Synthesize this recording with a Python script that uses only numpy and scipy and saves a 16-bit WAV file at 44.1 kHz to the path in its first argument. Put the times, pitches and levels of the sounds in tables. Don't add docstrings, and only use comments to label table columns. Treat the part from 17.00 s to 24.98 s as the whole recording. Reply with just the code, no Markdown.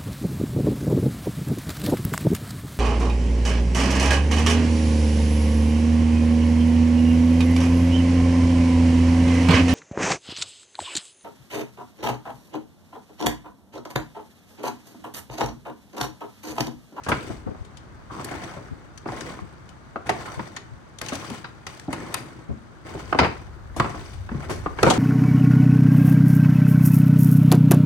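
import sys
import numpy as np
from scipy import signal
from scipy.fft import rfft, irfft, next_fast_len
from scipy.io import wavfile

SR = 44100
rng = np.random.default_rng(int(sys.argv[2]) if len(sys.argv) > 2 else 0)


def wrap_up_sound(samples):
    columns = np.atleast_2d(samples).T
    tamed = np.clip(columns, -1, 1)
    steps = np.round(tamed * 32767).astype(np.int16)
    wavfile.write(sys.argv[1], SR, steps)


N = 351918

# (time [s], level [dB])
WIND_LEVELS = [(0.0, -58), (0.42, -42), (0.8, -48.5), (5.7, -54), (6.2, -42.5), (6.93, -36.5),
               (7.98, -35.5)]
# (frequency [Hz], level [dB])
WIND_TONE = [(20, 3), (45, 18.5), (65, 23.5), (95, 20.5), (130, 10), (220, -38)]
STREET_TONE = [(100, 8), (200, -1), (400, -9), (900, -8), (1400, -8), (2500, -21), (7500, -29.5),
               (11000, -44), (15500, -50)]
# (time [s], base fade [s], main level [dB], glassy edge level [dB])
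SNAPS_AND_GRIT = [(0.034, 0.24, -41.5, -62), (0.086, 0.11, -32.5, -38.5), (0.647, 0.05, -52, -70),
                  (0.77, 0.048, -45, -68), (1.244, 0.03, -38, -37), (1.438, 0.04, -43.5, -60),
                  (1.975, 0.037, -42.5, -66), (2.207, 0.043, -36, -56), (2.689, 0.055, -50, -70),
                  (3.066, 0.11, -43, -57), (3.093, 0.04, -32.5, -42.5), (3.563, 0.041, -36, -64),
                  (3.985, 0.038, -39.5, -53), (4.014, 0.02, -31.5, -41), (4.061, 0.024, -38, -56),
                  (4.084, 0.054, -31.5, -48), (4.131, 0.081, -36, -48), (4.152, 0.03, -36, -46),
                  (4.299, 0.028, -40, -49), (4.666, 0.04, -35, -54), (4.796, 0.015, -42, -56),
                  (4.927, 0.046, -34, -40.5), (5.141, 0.022, -27, -28), (6.188, 0.025, -31, -62),
                  (6.762, 0.23, -39, -44.5), (6.797, 0.029, -32.5, -46), (7.496, 0.35, -38.5, -44.5),
                  (7.829, 0.021, -22, -35), (7.899, 0.07, -18, -35)]
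# (low edge [Hz], high edge [Hz], fade [times the base fade])
SNAP_AND_GRIT_BANDS = [(1500, 7780, 1.0), (6450, 11800, 0.9)]
# (frequency [Hz], likeness [1 = the same])
STEREO_LIKENESS = [(100, 0.9), (250, 0.8), (550, 0.5), (1600, 0.55), (3500, 0.2)]
# (time [s], length [s], base fade [s], rumble [dB], crunch [dB], grit [dB])
FOOTSTEPS = [(0.06, 0.27, 0.35, -35, -42.5, -43.5), (1.099, 0.15, 0.3, -37, -44, -45),
             (1.24, 0.235, 1.2, -35.5, -35.5, -44), (2.055, 0.24, 0.7, -33, -36.5, -43.5),
             (3.052, 0.39, 0.7, -36, -38.5, -44.5), (4.01, 0.36, 0.4, -39, -38, -40),
             (4.67, 0.034, 1.3, -46.5, -44.5, -45.5), (4.888, 0.27, 1.4, -34, -37.5, -45.5),
             (5.845, 0.47, 1.1, -37, -41, -46), (6.178, 0.067, 0.23, -27, -25.5, -50),
             (6.764, 0.14, 0.9, -33, -36.5, -45), (6.91, 0.23, 1, -48.5, -50, -48),
             (7.29, 0.2, 9, -37.5, -42, -51.5), (7.479, 0.052, 0.3, -35.5, -36, -38.5),
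             (7.758, 0.06, 0.3, -39, -37, -42), (7.813, 0.13, 1.2, -22, -27, -30.5)]
# (rise [s], fade [times the base fade], level between steps [dB])
GROUND_LAYERS = [(0.015, 1.4, -52), (0.02, 0.78, -59.5), (0.032, 0.88, -66.5)]
# (frequency [Hz], level [dB])
RUMBLE_TONE = [(100, 0.5), (190, -5), (320, -2), (400, -4.5), (540, -17.5)]
CRUNCH_TONE = [(500, -2.5), (1000, -1.5), (1500, -4.5), (2300, -8)]
GRIT_TONE = [(2200, 3.5), (4500, -1.5), (6500, -2.5), (8800, -5.5), (10500, -34), (15500, -18)]
CRUMB_TONE = [(900, 0), (6000, -3)]
# (time [s], pitch [Hz], base fade [s], level [dB], bass lift from weight [dB], cut-off [Hz])
DEBRIS_KNOCKS = [(0.063, 1620, 0.05, -36, -1.5, 1450), (0.084, 1056, 0.13, -26, -1, 1400),
                 (0.116, 1440, 0.068, -22.5, -5, 2000), (0.295, 333, 0.094, -37.5, -2, 750),
                 (0.472, 520, 0.08, -40.5, 2, 850), (0.545, 780, 0.063, -43.5, -2, 795),
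                 (1.195, 1060, 0.06, -36, -7, 900), (1.31, 330, 0.13, -39, 2.5, 1500),
                 (1.565, 417, 0.14, -41.5, -1, 950), (2.055, 300, 0.07, -33, -4, 1000),
                 (2.085, 1000, 0.035, -35, -10, 1400), (2.119, 310, 0.04, -31, -12, 450),
                 (2.388, 1100, 0.025, -43, -15, 1400), (2.957, 715, 0.05, -30, -9, 1050),
                 (3.091, 420, 0.062, -21.5, -8, 2100), (3.392, 970, 0.051, -35.5, -0.5, 1930),
                 (3.565, 1890, 0.061, -41, -22, 5950), (4.012, 1680, 0.042, -39.5, 0, 3000),
                 (4.119, 277, 0.1, -34, 2, 2000), (4.301, 212, 0.074, -39.5, 4.5, 800),
                 (4.442, 1410, 0.08, -40.5, -13, 3630), (4.665, 1300, 0.079, -42.5, -1, 4000),
                 (4.88, 270, 0.06, -35.5, 6.5, 550), (4.928, 816, 0.06, -36, -1, 2000),
                 (5.141, 950, 0.05, -33, -22, 5000), (5.497, 117, 0.1, -42.5, 3.5, 750),
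                 (5.948, 388, 0.053, -37, 2.5, 650), (6.125, 1460, 0.028, -20.5, -20, 1250),
                 (6.145, 290, 0.06, -24, -6, 1050), (6.187, 980, 0.072, -17, -4, 3700),
                 (6.211, 448, 0.06, -23.5, -3.5, 1500), (6.229, 1015, 0.075, -27.5, 0, 2600),
                 (6.245, 895, 0.062, -26.5, -4, 2400), (6.762, 1100, 0.057, -29.5, -3.5, 520),
                 (6.797, 1073, 0.047, -20.5, -1, 1650), (6.842, 950, 0.08, -33, -1.5, 1900),
                 (6.943, 700, 0.07, -38, -4, 1000), (7.289, 1684, 0.024, -39, -16, 1210),
                 (7.313, 113, 0.056, -41, 8, 1300), (7.344, 91.5, 0.061, -45.5, 13, 1500),
                 (7.493, 364, 0.19, -31.5, -0.5, 1600), (7.659, 1150, 0.044, -25, -6, 900),
                 (7.786, 1650, 0.058, -31, -8, 1700), (7.829, 416, 0.059, -15.5, -2.5, 1500),
                 (7.863, 560, 0.11, -15.5, -2.5, 1210), (7.905, 755, 0.063, -15, -20, 800)]
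# (low edge [Hz], high edge [Hz], fade [times the base fade])
KNOCK_BANDS = [(58.3, 276, 2.3), (250, 760, 1.2), (720, 1450, 1.1), (1450, 2900, 1.0), (2400, 5200, 1.2)]
# (pitch [Hz], level [dB])
SHEET_NOTES = [(318, 1), (603, 0), (1614, 0), (2257, 2), (2607, 6)]
# (time [s], level [dB], cut-off [Hz])
FINGER_BUMPS = [(0.297, -31, 300), (0.46, -27, 330), (0.502, -33, 380), (0.59, -31.5, 100),
                (1.71, -30, 212), (2.415, -32.5, 170), (3.37, -30, 302), (3.712, -36, 130),
                (5.486, -25.5, 171)]
# (time [s], length [s], level [dB], starting pitch [Hz])
SCRAPES_AND_TICKS = [(1.099, 0.125, -36.5, 1100), (1.655, 0.035, -48.5, 1500), (1.861, 0.004, -48, 1570),
                     (3.27, 0.03, -37.5, 1200), (4.224, 0.02, -39, 1150), (5.753, 0.004, -53, 1700),
                     (6.228, 0.028, -28, 2400), (6.698, 0.006, -48, 1500)]
# (frequency [Hz], level [dB])
RIGHT_TONE = [(2000, -2.5), (2500, -6), (3200, -14), (4500, -10.5), (5500, -10.5), (6800, -17),
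              (7900, -4.5), (9000, -2.5)]
# (frequency [Hz], width [Hz])
MIC_DIPS = [(5225, 200), (7540, 340)]


def from_db(db):
    return np.exp(np.asarray(db) * (np.log(10) / 20))


def rms_one(x):
    return x / np.sqrt(np.mean(x ** 2) + 1e-20)


def in_time(rows):
    times, *columns = np.transpose(rows)
    return [np.interp(np.arange(N) / SR, times, column) for column in columns]


def at_hz(points, hz):
    frequencies, values = np.transpose(points)
    return np.interp(np.log(hz), np.log(frequencies), values)


def band(x, low_hz, high_hz, order=2):
    edges = [low_hz, min(high_hz, SR / 2.1)]
    return signal.sosfilt(signal.butter(order, edges, "band", fs=SR, output="sos"), x)


def pair(two, alike):
    middle = np.sqrt(1 + alike) * two[0]
    sides = np.sqrt(1 - alike) * two[1] * np.array([[1], [-1]])
    return (middle + sides) / np.sqrt(2)


def ring(x, hz, t60):
    decay = from_db(-60 / (t60 * SR))
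    feedback = [1, -2 * decay * np.cos(2 * np.pi * hz / SR), decay ** 2]
    return signal.lfilter(np.array([1, 0, -1]) * (1 - decay ** 2) / 2, feedback, x + 1e-18)


def noise(tone, alike):
    size = next_fast_len(N)
    hz = np.arange(size // 2 + 1) * SR / size + 1e-3
    gain = from_db(at_hz(tone, hz)) / np.sqrt(1 + (tone[0][0] / hz) ** 6)
    shaped = irfft(rfft(rng.standard_normal((2, size))) * gain, size)[:, :N]
    return rms_one(pair(shaped, alike))


def add(out, start_s, sound):
    at = int(start_s * SR)
    out[:, at:at + sound.shape[1]] += sound[:, :N - at]


def wind(changes_per_s=9):
    level_db, = in_time(WIND_LEVELS)
    waver = np.interp(np.arange(N) / SR * changes_per_s, np.arange(4000), rng.standard_normal(4000))
    return from_db(level_db + 2 * waver) * noise(WIND_TONE, alike=0.5)


def street_murmur():
    return from_db(-45.5) * noise(STREET_TONE, alike=0.048)


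def struck_piece(pitch_hz, t60, levels, bands, first_db, main_db, overtone_db, rocking_db):
    t = np.arange(SR // 4) / SR
    contacts = np.interp(t, np.linspace(0, t[-1], num=120), rng.standard_normal(120))
    first_hit = from_db(first_db) * np.exp(-t / 0.0011)
    force = from_db(1.76 * np.clip(contacts, -1, 1)) + first_hit
    force *= np.minimum(t / 0.0025, 1)
    overtones_hz = np.minimum(pitch_hz * 2 ** rng.uniform(0.4, 2.6, size=6), SR / 3)
    out = 0
    for level_db, (low_hz, high_hz, lasting) in zip(levels, bands):
        fall_db = -60 * t / (t60 * lasting)
        decay = from_db(fall_db) + from_db(rocking_db + fall_db / 3)
        chatter = rng.standard_normal((2, len(t))) * force * decay
        main = from_db(main_db) * ring(chatter, pitch_hz, t60=20 / pitch_hz)
        overtones = sum(ring(chatter, hz, t60=36 / hz) for hz in overtones_hz if low_hz < hz < high_hz)
        hit = band(chatter + main + from_db(overtone_db) * overtones, low_hz, high_hz, order=3)
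        hit /= np.sqrt(np.mean(hit[:, t < 0.025] ** 2, axis=1, keepdims=True))
        out = out + from_db(level_db) * pair(hit, at_hz(STEREO_LIKENESS, np.sqrt(low_hz * high_hz)))
    return out


def snaps_and_grit():
    out = np.zeros((2, N))
    for start_s, t60, *levels in SNAPS_AND_GRIT:
        pitch_hz = 2300 * 2 ** rng.uniform(-0.58, 0.61)
        add(out, start_s, struck_piece(pitch_hz, t60, levels, SNAP_AND_GRIT_BANDS,
                                       first_db=-22.5, main_db=6.5, overtone_db=-3, rocking_db=-45))
    return out


def press(t, rise_s, length_s, t60, sag_db_per_s=7):
    fall_db = sag_db_per_s * np.maximum(t, 0) + 60 * np.maximum(t - length_s, 0) / t60
    return np.clip(t / rise_s, 0, 1) * from_db(-fall_db)


def underfoot_db():
    t = np.linspace(0, N / SR, num=4000)
    levels = []
    for layer, (rise_s, lasting, rest_db) in enumerate(GROUND_LAYERS):
        power = from_db(rest_db) ** 2
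        for start_s, length_s, t60, *layer_db in FOOTSTEPS:
            pressed = from_db(layer_db[layer]) * press(t - start_s, rise_s, length_s, t60 * lasting)
            trickle_db = min(layer_db[layer] - 18.5, -50.5)
            trickle = from_db(trickle_db) * press(t - start_s, rise_s, length_s, t60=4.4)
            power = power + pressed ** 2 + trickle ** 2
        levels.append(10 * np.log10(power))
    return in_time(np.column_stack([t, *levels]))


def grains(tone, level_db, peak_per_s, cycles, spread_db, notes):
    out = np.zeros((2, N))
    pitches = np.geomspace(tone[0][0], tone[-1][0], notes)
    pitches *= (pitches[1] / pitches[0]) ** rng.uniform(-0.5, 0.5, notes)
    rate = peak_per_s * from_db((level_db - level_db.max()) / 4)
    at = np.flatnonzero(rng.random(N) < rate / SR)
    sizes = from_db(spread_db * np.minimum(rng.exponential(1, N)[at], 3)) / np.sqrt(rate[at])
    note_of_grain = rng.integers(0, notes, N)[at]
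    push = rng.standard_normal((2, N))[:, at]
    for note, hz in enumerate(pitches):
        chosen = note_of_grain == note
        clicks = np.zeros((2, N))
        clicks[:, at[chosen]] = sizes[chosen] * pair(push[:, chosen], at_hz(STEREO_LIKENESS, hz))
        out += from_db(at_hz(tone, hz)) * ring(clicks, hz, t60=cycles / hz)
    return from_db(level_db) * rms_one(band(out, pitches[0] / 2, pitches[-1] * 1.4))


def slips(per_s, t60, steady):
    starts = (rng.random(N) < per_s / SR) * rng.random(N)
    jerks = signal.lfilter([1], [1, -from_db(-60 / (t60 * SR))], starts)
    return rms_one(steady + jerks)


def tread():
    rumble_db, crunch_db, grit_db = underfoot_db()
    rumble = grains(RUMBLE_TONE, rumble_db, peak_per_s=2000, cycles=15.7, spread_db=1, notes=12)
    crunch = grains(CRUNCH_TONE, crunch_db, peak_per_s=7000, cycles=34, spread_db=1, notes=16)
    grit = grains(GRIT_TONE, grit_db, peak_per_s=20000, cycles=30, spread_db=1.2, notes=16)
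    scuff = from_db(grit_db - 6) * noise(GRIT_TONE, alike=0)
    crumbs = grains(CRUMB_TONE, grit_db - 8.5, peak_per_s=200, cycles=22, spread_db=1.5, notes=6)
    jerks = slips(per_s=80, t60=0.06, steady=0.8)
    return from_db(-2.5) * rumble + jerks * (crunch + from_db(-0.7) * (grit + scuff)) + crumbs


def knock_tone_db(pitch_hz, weight_db, cutoff_hz):
    hz = np.array([np.sqrt(low * high) for low, high, _ in KNOCK_BANDS])
    octaves_down = np.maximum(np.log2(1240 / hz), 0)
    bass_db = weight_db * (octaves_down / 3) ** 2
    piece_db = 4.5 * np.exp(-np.log2(hz / pitch_hz) ** 2)
    dulling_db = 10 * np.log10(1 + (hz / cutoff_hz) ** 4.9)
    return bass_db + piece_db - dulling_db


def knocks():
    out = np.zeros((2, N))
    for start_s, pitch_hz, t60, level_db, weight_db, cutoff_hz in DEBRIS_KNOCKS:
        levels = level_db + knock_tone_db(pitch_hz, weight_db, cutoff_hz)
        add(out, start_s, struck_piece(pitch_hz, t60, levels, KNOCK_BANDS,
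                                       first_db=-7, main_db=7, overtone_db=3, rocking_db=-33))
    return signal.sosfilt(signal.butter(6, 9500, fs=SR, output="sos"), out)


def sheet_metal(knocked, t60):
    return sum((-1) ** k * from_db(db) * ring(knocked, hz, t60) for k, (hz, db) in enumerate(SHEET_NOTES))


def street_echo(x, t60):
    t = np.arange(SR) / SR
    envelope = from_db(-60 * t / t60) * (1 - np.exp(-t / 0.01))
    scatter = band(rng.standard_normal((2, SR)) * envelope, 100, 7000, order=1)
    scatter = pair(scatter, alike=0.081)
    scatter /= np.sqrt(np.sum(scatter ** 2) * 2)
    return signal.fftconvolve(x, scatter, axes=1)[:, :N]


def finger_bumps(rise_s=0.0083, t60=0.13, low_hz=49):
    out, t = np.zeros((2, N)), np.arange(SR // 4) / SR
    envelope = np.minimum(t / rise_s, 1) * from_db(-60 * t / t60)
    sides = (1.24, -0.7)
    for start_s, level_db, cutoff_hz in FINGER_BUMPS:
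        rub = band(rng.standard_normal(len(t)) * envelope, low_hz, cutoff_hz)
        rub /= np.sqrt(np.mean(rub[t < 0.04] ** 2))
        add(out, start_s, from_db(level_db - 1.5) * np.outer(sides, rub))
    return out


def scrapes_and_ticks(catches_per_s=600, width_hz=600, octaves_per_s=-1.5, t60=0.1):
    out, t = np.zeros((2, N)), np.arange(SR // 4) / SR
    decay = np.exp(-np.pi * width_hz / SR)
    for start_s, length_s, level_db, pitch_hz in SCRAPES_AND_TICKS:
        caught = rng.random(len(t)) < catches_per_s / SR
        catches = caught * pair(rng.standard_normal((2, len(t))), at_hz(STEREO_LIKENESS, pitch_hz))
        sinking_hz = pitch_hz * np.exp2(octaves_per_s * t)
        wave = np.exp(2j * np.pi * np.cumsum(sinking_hz) / SR)
        bursts = np.imag(wave * signal.lfilter([1], [1, -2 * decay, decay ** 2], catches / wave))
        fall_db = 60 * np.maximum(t - length_s, 0) / t60
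        add(out, start_s, rms_one(bursts) * from_db(level_db - fall_db))
    return out


def right_opening(x, resonance_hz=2540, width_hz=940):
    size = next_fast_len(N + SR // 4)
    hz = np.arange(size // 2 + 1) * SR / size + 1e-3
    shade = from_db(at_hz(RIGHT_TONE, hz))
    resonance = resonance_hz ** 2 - hz ** 2 + 1j * hz * width_hz
    phase_turn = resonance.conj() / resonance
    return irfft(rfft(x, size) * shade * phase_turn, size)[:N]


def scene():
    knocked = knocks()
    ringing = from_db(-4.5) * sheet_metal(knocked, t60=0.19)
    feet = knocked + ringing + snaps_and_grit() + scrapes_and_ticks() + tread()
    background = wind() + street_murmur()
    echo = from_db(-7.5) * street_echo(feet, t60=0.35)
    return feet + background + echo + finger_bumps()


def record(dry):
    bass = band(dry[0], 21, 394, order=1)
    treble = band(dry[0], 2400, 9400, order=1)
    left = from_db(-3.5) * dry[0] + 0.37 * bass + 0.29 * treble
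    stereo = np.array([left, right_opening(dry[1])])
    for dip_hz, width_hz in MIC_DIPS:
        edges = [dip_hz - width_hz / 2, dip_hz + width_hz / 2]
        stereo = signal.sosfilt(signal.butter(2, edges, "bandstop", fs=SR, output="sos"), stereo)
    top_cut = signal.cheby2(16, 70, 16600, fs=SR, output="sos")
    return signal.sosfilt(top_cut, np.tanh(stereo))


dry = scene()
out = record(dry)
wrap_up_sound(out)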